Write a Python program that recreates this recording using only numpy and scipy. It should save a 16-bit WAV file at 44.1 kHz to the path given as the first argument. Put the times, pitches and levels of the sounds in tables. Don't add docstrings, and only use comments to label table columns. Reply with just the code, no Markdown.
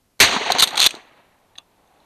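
import sys
import numpy as np
from scipy import signal
from scipy.fft import rfft, irfft
from scipy.io import wavfile
from scipy.ndimage import uniform_filter1d

SR = 44100
rng = np.random.default_rng(int(sys.argv[2]) if len(sys.argv) > 2 else 0)


def generate_wav(signal):
    frames = np.transpose(np.atleast_2d(signal))
    scaled = np.clip(frames, -1, 1) * 32767
    pcm = np.round(scaled).astype(np.int16)
    wavfile.write(sys.argv[1], SR, pcm)


N = 90404


def amp(db):
    return 10 ** (np.asarray(db) / 20)


def unit_rms(x):
    return x / np.sqrt(np.mean(x ** 2) + 1e-20)


def spectrum_db(points, hz):
    f, db = np.transpose(points)
    return np.interp(np.log(hz + 1), np.log(f + 1), db)


def envelope(points):
    return amp(np.interp(np.arange(N) / SR, *np.transpose(points)))


def add(mix, start, sound):
    part = mix[round(start * SR):][:len(sound)]
    part += sound[:len(part)]


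def colour(x, points, size=4096):
    log_gain = np.log(amp(spectrum_db(points, abs(np.fft.fftfreq(size, 1 / SR)))))
    taps = np.fft.ifft(np.exp(np.conj(signal.hilbert(log_gain)))).real
    return signal.oaconvolve(x, taps[:size // 2])[:len(x)]


def noise(points):
    return unit_rms(colour(rng.standard_normal(N), points))


def resonate(x, hz, width_hz):
    pole = np.exp((2j * hz - width_hz) * np.pi / SR)
    return 2 * signal.lfilter([1 - abs(pole)], [1, -pole], x).real


def steadied(x, size=90):
    return x / np.sqrt(abs(uniform_filter1d(x ** 2, size)) + 1e-12)


def hammer(start=.1938, db=-29, decay_s=.003):
    out, t = np.zeros(N), np.arange(SR // 20) / SR
    add(out, start, amp(db) * np.exp(-t / decay_s) * rng.standard_normal(len(t)))
    return out


def shot(start=.2016, rise_s=.00026, crack_decay_s=.021, boom_decay_s=.036):
    # frequency in Hz, level in dB.
    crack_tone = [(30, -21), (150, -9), (450, -4.5), (800, -12.5), (1300, -8.5), (2100, 0.5), (3200, -7),
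                  (4200, -5), (6400, -7), (9000, -10.5), (14000, -17)]
    boom_tone = [(20, -10), (50, -3.5), (105, -0.5), (170, -13), (400, -29), (3000, -60.5)]
    echo_tone = [(30, -25.5), (110, -18.5), (250, -7), (520, -4), (900, -1.5), (1450, -6.5), (2200, -3),
                 (4000, -6.5), (6400, -8.5), (9000, -17.5), (14000, -24)]
    # time in seconds, level in dB.
    echo_levels = [(.2, -17), (.225, -13.5), (.25, -13.5), (.276, -18.5), (.307, -22.5), (.33, -17),
                   (.39, -25), (.47, -23), (.525, -21), (.541, -24.5), (.56, -21), (.7, -30.5), (.8, -26),
                   (.9, -40), (.97, -36), (1.05, -45.5), (1.2, -47), (1.33, -54), (1.6, -62.5), (2.05, -54)]
    clump_db, air_db_per_khz_s = 2.05, 4.5
    hz, t, bands = signal.stft(noise(echo_tone), SR, nperseg=256)
    clumps = uniform_filter1d(rng.standard_normal(bands.shape), size=9, axis=0)
    clumps = unit_rms(uniform_filter1d(clumps, size=3, axis=1))
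    absorbed_db = air_db_per_khz_s * hz[:, None] / 1000 * np.maximum(t - start, 0)
    echoes = signal.istft(bands * amp(clump_db * clumps - absorbed_db), SR, nperseg=256)[1][:N]
    age = np.maximum(np.arange(N) / SR - start, 0)
    crack = amp(4) * np.exp(-age / crack_decay_s) * noise(crack_tone)
    boom = amp(-17.5) * np.exp(-age / boom_decay_s) * steadied(noise(boom_tone), size=900)
    return np.minimum(age / rise_s, 1) * (echoes * envelope(echo_levels) + crack + boom)


def camera_bumps():
    # start in seconds, level in dB, pitch in Hz, decay in seconds.
    blows = [(.2932, -25.5, 215, 0.0029), (.3262, -25, 1160, 0.0029), (.3402, -22, 285, 0.0036),
             (.3621, -19.5, 225, 0.0038), (.3631, -12.5, 940, .0014), (.4082, -22.5, 425, 0.0046),
             (.4618, -20.5, 880, 0.0035), (.5016, -7, 745, 0.0017), (.5432, -30, 172, 0.0036),
             (.5501, -12.5, 735, 0.0019), (.5588, -19.5, 910, .0029), (.6238, -22, 122, 0.0031),
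             (.6248, -12, 1340, 0.0037), (.7282, -24.5, 770, .0028), (.7428, -23, 860, .0027),
             (.7772, -21, 820, 0.0033), (.7942, -20.5, 790, 0.002), (.8611, -22.5, 128, 0.0017),
             (.8628, -11, 305, .0011), (.9413, -24.5, 322, 0.0012)]
    out, t = np.zeros(N), np.arange(SR // 10) / SR
    for start, db, hz, decay in blows:
        width_hz = 2.5 * hz
        scuff = resonate(rng.standard_normal(len(t)), hz, width_hz)
        scuff = steadied(resonate(scuff, hz, width_hz))
        swell = amp(db) * t / decay * np.exp(1 - t / decay)
        blow = swell * (np.sin(2 * np.pi * hz * t) + .5 * scuff)
        low_cut = signal.butter(2, .66 * hz, "high", fs=SR)
        add(out, start, signal.lfilter(*low_cut, blow))
    return out


def mount_rattle(rise_s=.00034, ring_width_hz=600):
    # start in seconds, level in dB, decay in seconds, ring in Hz.
    knocks = [(0.5027, -20.5, 0.0022, 4030), (.5072, -19, 0.0035, 3750), (0.5203, -0.5, 0.0015, 3950),
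              (0.549, -19, .0015, 4000), (0.5846, -8, 0.0022, 3870), (0.5913, -11.5, 0.0069, 4360),
              (.597, -2.5, 0.0033, 3870), (0.6043, -3, 0.0036, 3880), (0.6166, -14.5, 0.0055, 3930),
              (0.623, 13, 0.0026, 3780), (.632, 2, 0.0047, 3570), (0.6385, -0.5, 0.0027, 3450),
              (0.6736, -15, 0.0017, 3550), (0.677, -17, 0.0027, 3600), (.686, -24.5, 0.005, 3880),
              (0.707, -25.5, 0.0018, 3894), (0.734, -26.5, 0.0012, 3903), (0.7553, -21.5, 0.006, 3830),
              (.771, -15.5, 0.0035, 3780), (.776, -11.5, 0.0065, 3600), (0.7905, -11, 0.0015, 3894),
              (0.7956, -8, 0.0032, 3500), (0.8015, 2.5, 0.0023, 3910), (.812, -7, 0.003, 3480),
              (0.8163, -4, 0.0035, 3460), (.8205, -7, .003, 3120), (0.827, -3.5, 0.0035, 3430),
              (0.8327, -4.5, 0.003, 3400), (0.8415, -3.5, 0.0037, 3560), (0.8484, -10, 0.003, 3100),
              (.852, -8, .003, 3300), (.856, -5.5, 0.0025, 3700), (0.8623, 10.5, 0.0027, 3540),
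              (0.868, 5, 0.0021, 3600), (0.8913, -19.5, 0.00093, 3420), (0.907, -18.5, 0.0016, 2590),
              (0.9506, -24.5, 0.0012, 4140)]
    # frequency in Hz, gain in dB.
    knock_tone = [(30, -27.5), (200, -19.5), (800, -2), (1800, -3), (3000, -2), (6400, 1), (9000, 0.5),
                  (14000, -8)]
    rebounds_per_s, rebound_s, chatter_s, buzz_s = 610, .0012, .0069, .03
    loose_db = -11
    out, t = np.zeros(N), np.arange(SR // 5) / SR
    for start, db, decay, hz in knocks:
        contact = rng.standard_normal(len(t))
        ring = steadied(contact + amp(-2) * unit_rms(resonate(contact, hz, ring_width_hz)))
        hits = rng.random(len(t)) < rebounds_per_s / SR
        rebounds = signal.lfilter([1], [1, -np.exp(-1 / (SR * rebound_s))], hits)
        chatter = amp(-13) * rebounds * np.exp(-t / chatter_s)
        buzz = amp(-27) * np.exp(-t / buzz_s)
        strength = amp(db) * np.exp(-t / decay) + amp(min(db, loose_db)) * (chatter + buzz)
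        add(out, start, np.minimum(t / rise_s, 1) * strength * ring)
    return colour(out, knock_tone)


def scatter(x, tone, db, decay_s):
    t = np.arange(SR // 2) / SR
    tail = noise(tone)[:len(t)] * np.exp(-t / decay_s)
    return x + amp(db) * signal.oaconvolve(x, tail / np.linalg.norm(tail))[:N]


def metal_ping(start=.632, db=-27, decay_s=.031):
    out, t = np.zeros(N), np.arange(SR // 5) / SR
    ring = unit_rms(resonate(rng.standard_normal(len(t)), hz=11540, width_hz=450))
    add(out, start, amp(db) * np.exp(-t / decay_s) * ring)
    return out


def clothing_rustle():
    # frequency in Hz, level in dB.
    cloth_tone = [(30, -12), (150, -9.5), (500, -5.5), (800, 0), (1400, -14), (4000, -23), (9000, -32.5),
                  (15000, -38.5)]
    # time in seconds, level in dB.
    cloth_levels = [(0, -77), (1.2, -70.5), (1.5, -62), (1.65, -64), (1.73, -62), (1.87, -62),
                    (1.95, -58.5), (2.05, -57)]
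    return noise(cloth_tone) * envelope(cloth_levels)


def gun_clicks(rise_s=.00099, grit_db=-11.5, grit_decay_s=.0042):
    # start in seconds, level in dB, centre of the ring
    # in Hz, fall to either side in dB per octave.
    contacts = [(1.555, -26.5, 1800, 26), (1.5545, -39, 4100, 33.5), (1.56, -45, 3850, 30.5),
                (1.5788, -32, 4600, 27), (1.5829, -25.5, 3500, 1.5), (1.875, -53, 6990, 9.5),
                (2.002, -54, 4120, 25.5)]
    # frequency in Hz, level in dB, time to fall 60 dB in seconds.
    modes = [(684, -15, 0.043), (1203, -8.5, 0.012), (1820, -14, 0.014), (2698, -3, 0.013),
             (3467, 2, 0.019), (3873, -4, 0.017), (4090, -12, 0.024), (4750, -2.5, 0.0095),
             (6310, 0.5, 0.011), (8850, -5.5, 0.011)]
    out, t = np.zeros(N), np.arange(SR // 10) / SR
    for start, db, centre_hz, fall_db in contacts:
        ring = np.zeros(len(t))
        for hz, mode_db, t60 in modes:
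            gain = amp(mode_db - fall_db * abs(np.log2(hz / centre_hz)))
            ring += gain * amp(-60 * t / t60) * np.sin(2 * np.pi * (hz * t + rng.random()))
        grit = np.exp(-t / grit_decay_s) * rng.standard_normal(len(t))
        grit *= amp(grit_db) * np.linalg.norm(ring) / np.linalg.norm(grit)
        add(out, start, amp(db) * np.minimum(t / rise_s, 1) * (ring + grit))
    return out


def scene():
    # frequency in Hz, level in dB.
    tree_tone = [(100, -8), (800, -0.5), (2500, -5.5), (4000, -6), (6500, 2), (9000, -4), (14000, -15.5)]
    ground_tone = [(100, -8.5), (800, 6), (2500, -4.5), (6000, -34.5), (14000, -21)]
    rattle = scatter(mount_rattle(), tree_tone, db=-33, decay_s=.05)
    clicks = scatter(gun_clicks(), ground_tone, db=-12.5, decay_s=.014)
    return (shot() + hammer() + rattle + metal_ping() + camera_bumps() + clothing_rustle() + clicks)[None]


def record(dry, hiss_db=-65.5, clip_level=.51, knee=24):
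    # frequency in Hz, level in dB.
    port_tone = [(20, -5.5), (2800, 1), (3500, 1.5), (4200, 5), (4700, -2.5), (5200, -12.5), (5800, -3.5),
                 (6400, 0), (7000, -3), (7600, -11), (8500, 0.5), (9600, -14.5), (10500, -15), (11700, -8),
                 (13000, -17), (16000, -18)]
    hiss_tone = [(25, 2), (120, -1), (250, -3), (600, -10), (1200, -15), (2500, -17.5), (12000, -21),
                 (15000, -24)]
    roll_off = [(9000, 0), (13000, 2), (14400, -6), (15200, -26), (16000, -49)]
    x = colour(dry[0], port_tone) + amp(hiss_db) * noise(hiss_tone)
    x = x / (.5 + abs(x / clip_level) ** knee) ** (1 / knee)
    x = signal.lfilter(*signal.butter(1, 10, "high", fs=SR), x)
    treble_gain = amp(spectrum_db(roll_off, np.fft.rfftfreq(2 * N, 1 / SR)))
    x = irfft(rfft(x, 2 * N) * treble_gain)[:N]
    steep_low_pass = signal.firwin(511, cutoff=15935, window=("kaiser", 9), fs=SR)
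    return signal.oaconvolve(x, steep_low_pass, "same")[None]


dry = scene()
out = record(dry)
generate_wav(out)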